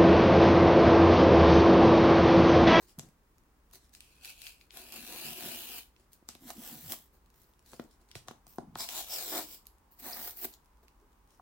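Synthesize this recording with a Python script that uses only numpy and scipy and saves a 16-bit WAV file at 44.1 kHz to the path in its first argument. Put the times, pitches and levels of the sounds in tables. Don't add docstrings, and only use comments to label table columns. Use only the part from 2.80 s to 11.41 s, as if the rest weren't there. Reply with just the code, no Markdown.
import sys
import numpy as np
from scipy import signal
from scipy.fft import rfft, irfft
from scipy.io import wavfile
from scipy.ndimage import uniform_filter1d, map_coordinates

SR = 44100
rng = np.random.default_rng(int(sys.argv[2]) if len(sys.argv) > 2 else 0)


def transcribe(signal):
    frames = np.atleast_2d(signal).T
    limited = np.clip(frames, -1, 1)
    pcm = np.round(limited * 32767).astype(np.int16)
    wavfile.write(sys.argv[1], SR, pcm)


N = 379911
TIME = np.arange(N) / SR

# t/s, level/dB
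PEEL_EFFORT = [(1.22, -66.5), (1.402, -69), (1.446, -51.5), (1.504, -49.5), (1.546, -64.5), (1.676, -50),
               (1.79, -75), (1.814, -68), (1.86, -77)]
FRONT_EFFORT = [(1.915, -65), (1.971, -50), (2.043, -57), (2.115, -57), (2.121, -51.5), (2.177, -48.5),
                (2.201, -53), (2.475, -45), (2.557, -49.5), (2.673, -45), (2.863, -50), (2.985, -48),
                (3.1, -86.5)]
CORNER_EFFORT = [(3.59, -75), (3.598, -70), (3.71, -47.5), (3.722, -61), (3.758, -60), (3.864, -48.5),
                 (4.016, -57), (4.09, -51.5), (4.122, -41.5), (4.162, -59.5), (4.28, -76.5)]
BACK_EFFORT = [(5.968, -55), (6.006, -41), (6.05, -46.5), (6.064, -52), (6.082, -57), (6.09, -45.5),
               (6.098, -48), (6.192, -40), (6.26, -56), (6.332, -41), (6.464, -46), (6.582, -40),
               (6.668, -58.5), (6.746, -54), (6.84, -86)]
FINISH_EFFORT = [(7.16, -81), (7.196, -66.5), (7.256, -49.5), (7.316, -51.5), (7.33, -52.5), (7.378, -51.5),
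                 (7.482, -49.5), (7.548, -68), (7.654, -45.5), (7.668, -76), (7.72, -69)]
# f/Hz, density/(dB per Hz)
PEEL_COLOUR = [(900, -36), (1500, -5.5), (1950, -22), (2300, -4), (3300, -6), (3650, -8), (4300, -4.5),
               (5200, -8.5), (6200, -9.5), (10000, -8), (14000, -4)]
FRONT_COLOUR = [(880, -13), (1500, -5), (1690, -6.5), (2020, -13), (2480, 1), (2940, -1), (3290, -1.5),
                (4690, -2), (5710, -6.5), (7630, -4.5), (8530, -7), (10100, -1.5), (13400, 5.5), (14000, 5)]
CORNER_COLOUR = [(880, -39), (1500, -3), (2560, -6), (3230, 1), (5200, -3), (6090, 0.5), (6630, -4.5),
                 (7490, 3.5), (8690, -4.5), (14000, 10.5)]
BACK_COLOUR = [(880, -16), (1500, -6), (1860, -16.5), (2350, -6), (2650, -11), (2830, -7.5), (3710, -1),
               (5200, -2), (6690, -4.5), (7700, 1), (8530, -5), (9910, -3), (11100, -1.5), (14000, 4)]
FINISH_COLOUR = [(880, -39), (1500, -10.5), (3320, -11.5), (4150, -7.5), (4820, -9), (5350, -11),
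                 (6040, -10), (6950, -11), (10300, -9), (14000, -4)]
HANDLING_COLOUR = [(880, -35), (1500, -4), (2460, -7.5), (3050, -4), (3410, -5), (4120, -0.5), (11900, -3),
                   (14000, -6)]
# crackle/dB, sizzle/dB, box flex/dB, panel rattle/dB, right-channel lag/ms, left upper-mid boost/dB
PEEL_BALANCE = (-3, -9.5, -21, -15.5, 0.7, 2)
FRONT_BALANCE = (-1.5, -3, -9, -8.5, -0.1, 2)
CORNER_BALANCE = (-1.8, -1, -7.5, -6, 0, 1)
BACK_BALANCE = (-1.7, -0.5, -20, -9.5, 0.4, 2.8)
FINISH_BALANCE = (-1.7, 6.5, -6.5, -2, 0.1, -2)
SIZZLE_RISE_DB, SHAKE_FALL_DB = 7, 5
SHAKE_GROWTH = 1.39
SWAY_DB, SWAYS_PER_S = 1.5, 18
# f/Hz, width/Hz, level/dB
FLEX_MODES = [(135, 43, 0), (234, 30, -0.5), (302.5, 73, -6.5), (369, 54, -1.5), (427, 240, 2)]
# f/Hz, width/Hz, level/dB
PANEL_MODES = [(703, 186, 10), (820, 97, -14), (950, 120, -3.5), (1100, 750, -6), (1260, 120, -14),
               (1780, 670, 6)]
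HAND_DAMPING = 2.7
JUDDER_S, JUDDER_HOLD_S, JUDDER_DB, SLIPS_PER_S = 6.524, 0.07, -44, 315
JUDDER_ATTACK_S, JUDDER_RELEASE_S = 0.0067, 0.033
# t/s, f/Hz
RING_PITCH = [(1.45, 2526), (2.05, 2595), (2.55, 2923), (3.0, 3033)]
PEEL_RING_DB, FRONT_RING_DB = -8, -12
# t/s, f/Hz
WALL_PITCH = [(6.1, 950), (6.21, 720), (6.36, 640), (6.47, 420), (6.6, 378.6)]
WALL_DB, WALL_HALF_WIDTH_HZ = -12, 130
# start/s, length/s, first f/Hz, last f/Hz, level/dB
GROANS = [(.176, 0.022, 190.2, 179, -46.5), (.24, 0.067, 176.3, 196, -62), (2.14, .13, 240.2, 215, -60.5),
          (2.43, .12, 204.7, 180.4, -55), (2.61, .12, 215.9, 201.5, -54), (3.605, 0.098, 235, 255, -54),
          (3.745, 0.094, 300, 225, -51), (3.89, 0.13, 238.7, 188.3, -53), (4.01, .12, 150, 130, -55.5),
          (5.015, .06, 309, 270, -63), (5.805, 0.061, 310, 214.5, -54.5),
          (5.868, 0.041, 189.9, 160.4, -49.5), (5.915, 0.051, 151, 128, -52), (7.205, .06, 201, 330, -57),
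          (7.644, 0.029, 310, 442, -46.5), (8.19, 0.095, 389, 428, -70)]
# start/s, length/s, first f/Hz, last f/Hz, level/dB
SQUEAKS = [(5.985, 0.057, 5060, 4960, -43), (6.29, .09, 5380, 5400, -44.5), (7.324, 0.017, 4890, 5130, -43)]
# start/s, length/s, level/dB,
# sizzle against level/dB, shaking of the box against level/dB
RUSTLES = [(0.0, 0.076, -68, -1, -2), (0.067, 0.078, -64.5, -7, -12), (0.183, 0.15, -72, -11, 7.5),
           (0.923, 0.065, -57.5, -5, -10.5), (0.997, .1, -71.5, -12, -22), (1.121, 0.082, -63, -5, -24),
           (1.197, 0.11, -73, -6, -21), (3.17, 0.095, -75.5, -10, -4), (3.315, 0.054, -69.5, 3, -26),
           (4.323, 0.071, -77, 4, 2), (4.524, 0.23, -76, 4, -2.5), (4.842, 0.19, -64.5, -4, -12),
           (4.923, .035, -66, -10, 9), (4.996, 0.11, -76, -1, 6), (5.095, 0.08, -71.5, -13, -16),
           (5.196, 0.065, -78, -12, 3), (5.278, .05, -72, -13, -13), (5.465, .04, -68, -11, 0),
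           (5.49, .11, -81, -10, 6), (5.664, 0.13, -69, 6.5, -14), (7.107, 0.052, -75, 12.5, -11),
           (7.187, 0.034, -61.5, 9, -16), (7.559, 0.084, -63.5, 15, -10), (7.723, 0.039, -62, 0, -20),
           (8.025, 0.034, -76, 3, 8), (8.478, 0.12, -74.5, -9, -10)]
RUB_PEAK_SHARE, RUSTLE_PEAK_SHARE = 0.4, 0.26
# bite/dB, sizzle/dB
SNAPS = [(0.188, -33.5, -13, 6), (.195, -30, -9, -11), (.935, -42.5, -8, 9), (1.1501, -42.5, -1, -12),
         (1.206, -36.5, 2.5, 0), (1.448, -32.5, 10, 2), (1.4555, -35, 4, 6), (1.6184, -35, 3, 2),
         (1.668, -32.5, 18, 2), (1.8118, -44.5, 27, -6), (1.907, -38.5, 36, -6), (2.1229, -33, -11, 3),
         (2.6854, -31, -6, 14), (3.164, -51.5, 29, -5), (3.332, -43.5, -17, 5), (3.4885, -29, -30, -3.5),
         (3.5512, -40, 14, 6), (3.704, -29, -6, -20), (4.1219, -26, -8, 1), (4.6178, -48.5, -10, 13),
         (4.9334, -45, 12, -6), (4.9978, -40.5, 20, 6), (5.3143, -40, 19, 1), (5.3536, -31.5, 17.5, 3),
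         (5.484, -34, 0, -8.5), (5.512, -45, 11, 10), (5.668, -41.5, -9, -8), (5.7595, -47, -9, 14),
         (5.7842, -42, -26, -14), (5.955, -34, 10, -4), (6.0891, -30.5, 4, -20), (6.8687, -34.5, -18, 3),
         (7.5092, -37, -16, 4), (7.57, -38, -19, 14), (7.5814, -38, -19, 18), (7.616, -34, -2, 20),
         (7.6274, -43, -13, 19), (7.6442, -28, 8, 9), (7.739, -42, -15, -2), (8.082, -51, 13, 0)]
SNAP_T60_S = 0.0057
# t/s, starting level/dB, t60/s
BRUSHES = [(0.189, -58, 0.1), (3.49, -58.5, 0.35), (5.353, -50.5, 0.19)]
# t/s, peak/dB, relative thud/dB, relative flex/dB, relative panel/dB, top f/Hz
KNOCKS = [(.184, -50, -12, -2, 2, 2400), (.194, -39.5, -6, -10, -11, 2400), (.936, -53, -6, -11, -2, 2500),
          (3.425, -52, -25, 0, -12, 2500), (3.489, -40, -27, -9, -8, 2520),
          (3.553, -45.5, -25, -6.5, -12, 2500), (3.703, -35, -30, -23, 4, 2500),
          (4.134, -37, -30, -15, 3, 2500), (4.933, -40.5, -25, -4, -1, 2800),
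          (4.9961, -27, -27, -9.5, -18, 2500), (5.355, -37.5, -9.5, -13, -17.5, 1600),
          (5.484, -35, -10.5, -14, -2.5, 2200), (5.51, -34.5, -30, -3, -4.5, 2500),
          (5.667, -51, -17, -19, -14, 1190), (5.784, -23, -22, -8.5, -10.5, 1310),
          (5.9568, -27, -24, -20.5, -13.5, 2400), (7.648, -36, -34, -9, -9, 2000),
          (8.597, -43, -35, -41, -1, 1110)]
TICKS_PER_S, TICK_DB, TICK_SPREAD_DB = 9, -66, 4
# low f/Hz, high f/Hz, t60/s, level before band-pass/dB
ROOM = [(84, 326, 0.33, -7.5), (520, 1200, 0.27, -7), (1920, 12400, 0.23, -5.5), (7000, 9400, 0.076, -11)]
# f/Hz, density/(dB per Hz)
AIR_COLOUR = [(15, -37), (25, -1.5), (53, -2), (102, -15.5), (137, -17.5), (249, -17.5), (394, -20.5),
              (439, -20), (503, -25), (545, -24), (695, -27), (988, -23.5), (3430, -38), (14400, -40.5),
              (16000, -33)]
AIR_DB = -66.5
HUM_HZ, HUM_HALF_WIDTH_HZ, HUM_DB = 60.4, 4.7, -76
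HISS_FROM_S, HISS_RISE_S, HISS_DB = 3, 2.9, -77
CUTOFF_HZ = 16100


def strip():
    pulls = [(PEEL_EFFORT, PEEL_COLOUR, PEEL_BALANCE), (FRONT_EFFORT, FRONT_COLOUR, FRONT_BALANCE),
             (CORNER_EFFORT, CORNER_COLOUR, CORNER_BALANCE), (BACK_EFFORT, BACK_COLOUR, BACK_BALANCE),
             (FINISH_EFFORT, FINISH_COLOUR, FINISH_BALANCE)]
    stretches = []
    for pull, tone, balance in pulls:
        crackle_db, sizzle_db, flex_db, panel_db, lag_ms, pan_db = balance
        start_s, end_s = pull[0][0], pull[-1][0]
        freed = progress(start_s, end_s - start_s) - 0.5
        drive = effort(pull)
        shake = drive.max() * (drive / drive.max()) ** SHAKE_GROWTH
        shake = shake * from_db(-SHAKE_FALL_DB * freed)
        gains = [drive * from_db(crackle_db),
                 drive * from_db(sizzle_db + SIZZLE_RISE_DB * freed),
                 shake * from_db(flex_db),
                 shake * from_db(panel_db)]
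        stretches.append((gains, tone, lag_ms, pan_db))
    front, back = stretches[:3], stretches[3:]
    gritty = fractures(per_s=550, spread_db=2.5, burst_ms=0.53, bed=0.88, pricks_per_s=45, prick_db=20.0)
    fine = fractures(per_s=700, spread_db=2.5, burst_ms=0.5, bed=0.88, pricks_per_s=60, prick_db=16.5)
    return tear(front, gritty) + tear(back, fine)


def tear(stretches, force):
    _, sizzle_gain, flex_gain, panel_gain = sum(np.array(gains) for gains, tone, lag_ms, pan_db in stretches)
    snapping = force * stereo_noise(likeness=0.29)
    snapping = shifting_echo(snapping, delay_ms=0.436, swing=0.25, strength=0.36, per_s=9)
    crackle = 0
    for gains, tone, lag_ms, pan_db in stretches:
        coloured = band(colour(snapping, tone), 1420, 11480, order=4)
        crackle = crackle + gains[0] * place(coloured, lag_ms, pan_db)
    treble = band(force * stereo_noise(likeness=0.55), 12700, 16500, order=3)
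    sizzle = sizzle_gain * rms_one(treble)
    shake = force * stereo_noise(likeness=0.86)
    shake = shifting_echo(shake, delay_ms=3.25, swing=0.247, strength=0.46, per_s=6)
    bending = flex_gain * rms_one(flex(shake) * from_db(SWAY_DB * drift(SWAYS_PER_S)))
    rattling = panel(shake) * from_db(SWAY_DB * drift(SWAYS_PER_S))
    rattle = panel_gain * place(rattling, lag_ms=0.024, pan_db=2.4)
    return crackle + sizzle + bending + rattle


def fractures(per_s, spread_db, burst_ms, bed, pricks_per_s=32, prick_db=20):
    sizes = from_db(spread_db * np.minimum(rng.exponential(1, N), 4))
    breaks = (rng.random(N) < per_s / SR) * sizes ** 2
    burst_decay = np.exp(-1000 / (burst_ms * SR))
    power = signal.lfilter([1], [1, -burst_decay], breaks + 1e-18)
    steady = uniform_filter1d(power, size=1500) + 0.15 * power.mean()
    pricks = (rng.random(N) < pricks_per_s / SR) * from_db(prick_db)
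    return np.sqrt(power / steady + abs(bed)) + pricks


def flex(force, damping=1):
    return band(resonate(force, FLEX_MODES, damping), 127, 400)


def panel(force, damping=1):
    return band(resonate(force, PANEL_MODES, damping), 660, 1466)


def judder():
    wobble = rms_one(uniform_filter1d(rng.standard_normal((1, N)), size=150))[0]
    slip_count = np.floor(np.cumsum(SLIPS_PER_S * (1 + 0.14 * wobble)) / SR)
    slips = np.diff(slip_count, prepend=0) * np.ones((2, 1))
    caught = progress(JUDDER_S - JUDDER_ATTACK_S, JUDDER_ATTACK_S)
    caught = caught - progress(JUDDER_S + JUDDER_HOLD_S, JUDDER_RELEASE_S)
    bending = from_db(0.5) * rms_one(band(flex(slips), 180, 1000))
    return from_db(JUDDER_DB) * caught * (bending + rms_one(panel(slips)))


def taut_strip_ring():
    taut = from_db(PEEL_RING_DB) * effort(PEEL_EFFORT) + from_db(FRONT_RING_DB) * effort(FRONT_EFFORT)
    return rub(taut, np.interp(TIME, *np.transpose(RING_PITCH)), half_width_hz=110)


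def back_wall():
    gain = from_db(WALL_DB) * effort(BACK_EFFORT)
    return rub(gain, np.interp(TIME, *np.transpose(WALL_PITCH)), WALL_HALF_WIDTH_HZ)


def groans():
    return rub(*glides(GROANS), half_width_hz=58)


def squeaks():
    return rub(*glides(SQUEAKS), half_width_hz=355)


def fingers(crackle_db=-1, panel_db=-4):
    gains = 0
    for s, length_s, db, sizzle_db, shake_db in RUSTLES:
        layers_db = db + np.array([crackle_db, sizzle_db, shake_db, shake_db + panel_db])
        gains = gains + np.outer(from_db(layers_db), stroke(s, length_s, RUSTLE_PEAK_SHARE))
    force = fractures(per_s=330, spread_db=5.5, burst_ms=0.99, bed=1.0)
    return tear([(gains, HANDLING_COLOUR, 0.02, 1.2)], force)


def snaps():
    out, t = np.zeros((2, N)), TIME[:1500] - TIME[600]
    strain = (t < 0) * from_db(-23 - 60 * np.abs(t) / 0.03)
    give = (t >= 0) * from_db(-60 * np.abs(t) / SNAP_T60_S)
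    for s, peak_db, bite_db, sizzle_db in SNAPS:
        burst = stereo_noise(likeness=0.13, size=len(t)) * (strain + give)
        bite = from_db(bite_db) * band(burst, 2080, 4730)
        sizzle = from_db(sizzle_db) * band(burst, 10800, 14500, order=3)
        crack = bite + band(burst, 3540, 8300) + sizzle
        crack = crack / np.abs(crack.mean(axis=0)).max()
        add(out, s + t[0], from_db(peak_db) * from_db([[0.4], [-0.4]]) * crack)
    return out


def brushes():
    out = np.zeros((2, N))
    brush = rms_one(band(stereo_noise(likeness=0.36), 1500, 8300, order=1))
    for s, db, t60 in BRUSHES:
        out += brush * (TIME > s) * from_db(db - 60 * np.abs(TIME - s) / t60)
    return out


def knocks():
    out, t = np.zeros((2, N)), TIME[:4096]
    for s, peak_db, thud_db, flex_db, panel_db, top_hz in KNOCKS:
        scrape = 0.059 * stereo_noise(likeness=0.59, size=len(t)) * from_db(-60 * t / 0.022)
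        push = (t == 0) + scrape
        thud = band(resonate(push, [(123, 43, 0)]), 65, 164)
        knock = (from_db(thud_db) * rms_one(thud)
                 + from_db(flex_db) * rms_one(flex(push, HAND_DAMPING))
                 + from_db(panel_db) * rms_one(panel(push, HAND_DAMPING)))
        knock = band(knock, 36, top_hz, order=3)
        add(out, s, from_db(peak_db) * from_db([[0.5], [-0.5]]) * knock / np.abs(knock).max())
    return out


def ticks():
    sizes = from_db(TICK_DB + TICK_SPREAD_DB * np.minimum(rng.exponential(1, N), 3))
    catches = (rng.random(N) < TICKS_PER_S / SR) * sizes
    dying = signal.lfilter([1], [1, -from_db(-60 / (SNAP_T60_S * SR))], catches + 1e-18)
    return dying * band(stereo_noise(likeness=0.28), 1000, 15000, order=1)


def room(x):
    t = TIME[:20000]
    onset = 1 - np.exp(-(t / 0.0015) ** 2)
    response = 0
    for low_hz, high_hz, t60, db in ROOM:
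        tail = stereo_noise(likeness=np.exp(-low_hz / 700), size=len(t)) * from_db(-60 * t / t60) * onset
        tail = tail / np.sqrt(np.sum(tail ** 2) / 2)
        response = response + from_db(db) * band(tail, low_hz, high_hz)
    return signal.oaconvolve(x, response, axes=1)[:, :N]


def air():
    rumble = band(stereo_noise(likeness=0.93), 40, 600, order=1)
    thin_hiss = band(stereo_noise(likeness=0.044), 600, 23000, order=2)
    return from_db(AIR_DB) * rms_one(colour(rumble + thin_hiss, AIR_COLOUR, size=8192))


def hum():
    return rub(from_db(HUM_DB), np.full(N, HUM_HZ), HUM_HALF_WIDTH_HZ)


def soft_hiss():
    hiss = rms_one(band(stereo_noise(likeness=0.36), 800, 1140))
    return from_db(HISS_DB) * progress(HISS_FROM_S, HISS_RISE_S) * hiss


def rub(gain, hz, half_width_hz):
    turn = np.exp(2j * np.pi * np.cumsum(hz) / SR)
    creep = stereo_noise(likeness=0.99) + 1j * stereo_noise(likeness=0.96)
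    swell = signal.sosfilt(signal.butter(2, half_width_hz, fs=SR, output="sos"), creep)
    return gain * rms_one((swell * turn).real)


def resonate(x, modes, damping=1):
    out = 0
    for hz, width, db in modes:
        r = np.exp(-np.pi * width * damping / SR)
        feed = np.array([1, 0, -1]) * (1 - r * r) / 2
        feedback = [1, -2 * r * np.cos(2 * np.pi * hz / SR), r * r]
        out = out + from_db(db) * signal.lfilter(feed, feedback, x + 1e-18)
    return out


def shifting_echo(x, delay_ms, swing, strength, per_s):
    delay = delay_ms / 1000 * np.exp(swing * uniform_filter1d(drift(per_s), size=256))
    return x + strength * np.array([np.interp(TIME - delay, TIME, side) for side in x])


def place(x, lag_ms, pan_db):
    left = x[0] + (from_db(pan_db) - 1) * band(x[0], 920, 4400, order=1)
    right = np.interp(TIME - lag_ms / 1000, TIME, x[1])
    return rms_one(np.array([left, right]))


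def effort(pull):
    s, db = np.transpose(pull)
    return from_db(np.interp(TIME, s, db)) * (TIME >= s[0]) * (TIME <= s[-1])


def progress(s, length_s):
    return np.clip((TIME - s) / length_s, 0, 1)


def stroke(s, length_s, peak_share):
    peak_s = s + length_s * np.clip(peak_share, 0, 1)
    return np.sin(np.pi / 2 * np.interp(TIME, [s, peak_s, s + length_s], [0, 1, 0]))


def glides(rows):
    gain, pitch = 0, []
    for s, length_s, first_hz, last_hz, db in rows:
        gain = gain + from_db(db) * stroke(s, length_s, RUB_PEAK_SHARE)
        pitch += [(s, first_hz), (s + length_s, last_hz)]
    return gain, np.interp(TIME, *np.transpose(pitch))


def drift(per_s):
    steps = rng.standard_normal(400)
    return map_coordinates(steps, [TIME[::64] * per_s], order=3, mode="wrap").repeat(64)[:N]


def stereo_noise(likeness, size=N):
    mid, side = rng.standard_normal((2, size))
    likeness = np.clip(likeness, 0, 1)
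    return np.sqrt(1 + likeness) * mid + np.sqrt(1 - likeness) * side * np.array([[1], [-1]])


def colour(x, spectrum, size=1024):
    hz, db = np.transpose(spectrum)
    grid = np.maximum(np.arange(size // 2 + 1) * SR / size, 1)
    cepstrum = irfft(np.log(from_db(np.interp(np.log(grid), np.log(hz), db))))
    cepstrum[1:size // 2] *= 2
    cepstrum[size // 2 + 1:] = 0
    response = irfft(np.exp(rfft(cepstrum)))
    return signal.oaconvolve(x, response[None], axes=1)[:, :N]


def band(x, low_hz, high_hz, order=2):
    sos = signal.butter(order, [low_hz, min(high_hz, SR / 2 - 1)], "band", fs=SR, output="sos")
    return signal.sosfilt(sos, x + 1e-18)


def from_db(db):
    return 10 ** (np.asarray(db) / 20)


def rms_one(x):
    return x / np.sqrt(np.mean(x.mean(axis=0) ** 2) + 1e-20)


def add(out, s, sound):
    start = max(round(s * SR), 0)
    out[:, start:start + sound.shape[1]] += sound[:, :max(N - start, 0)]


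def scene():
    tearing = strip() + judder() + taut_strip_ring() + back_wall() + squeaks()
    handling = groans() + fingers() + snaps() + brushes() + knocks() + ticks()
    box = tearing + handling
    return box + room(box) + air() + hum() + soft_hiss()


def record(dry):
    return signal.sosfilt(signal.ellip(12, 0.1, 75, CUTOFF_HZ, fs=SR, output="sos"), dry)


dry = scene()
out = record(dry)
transcribe(out)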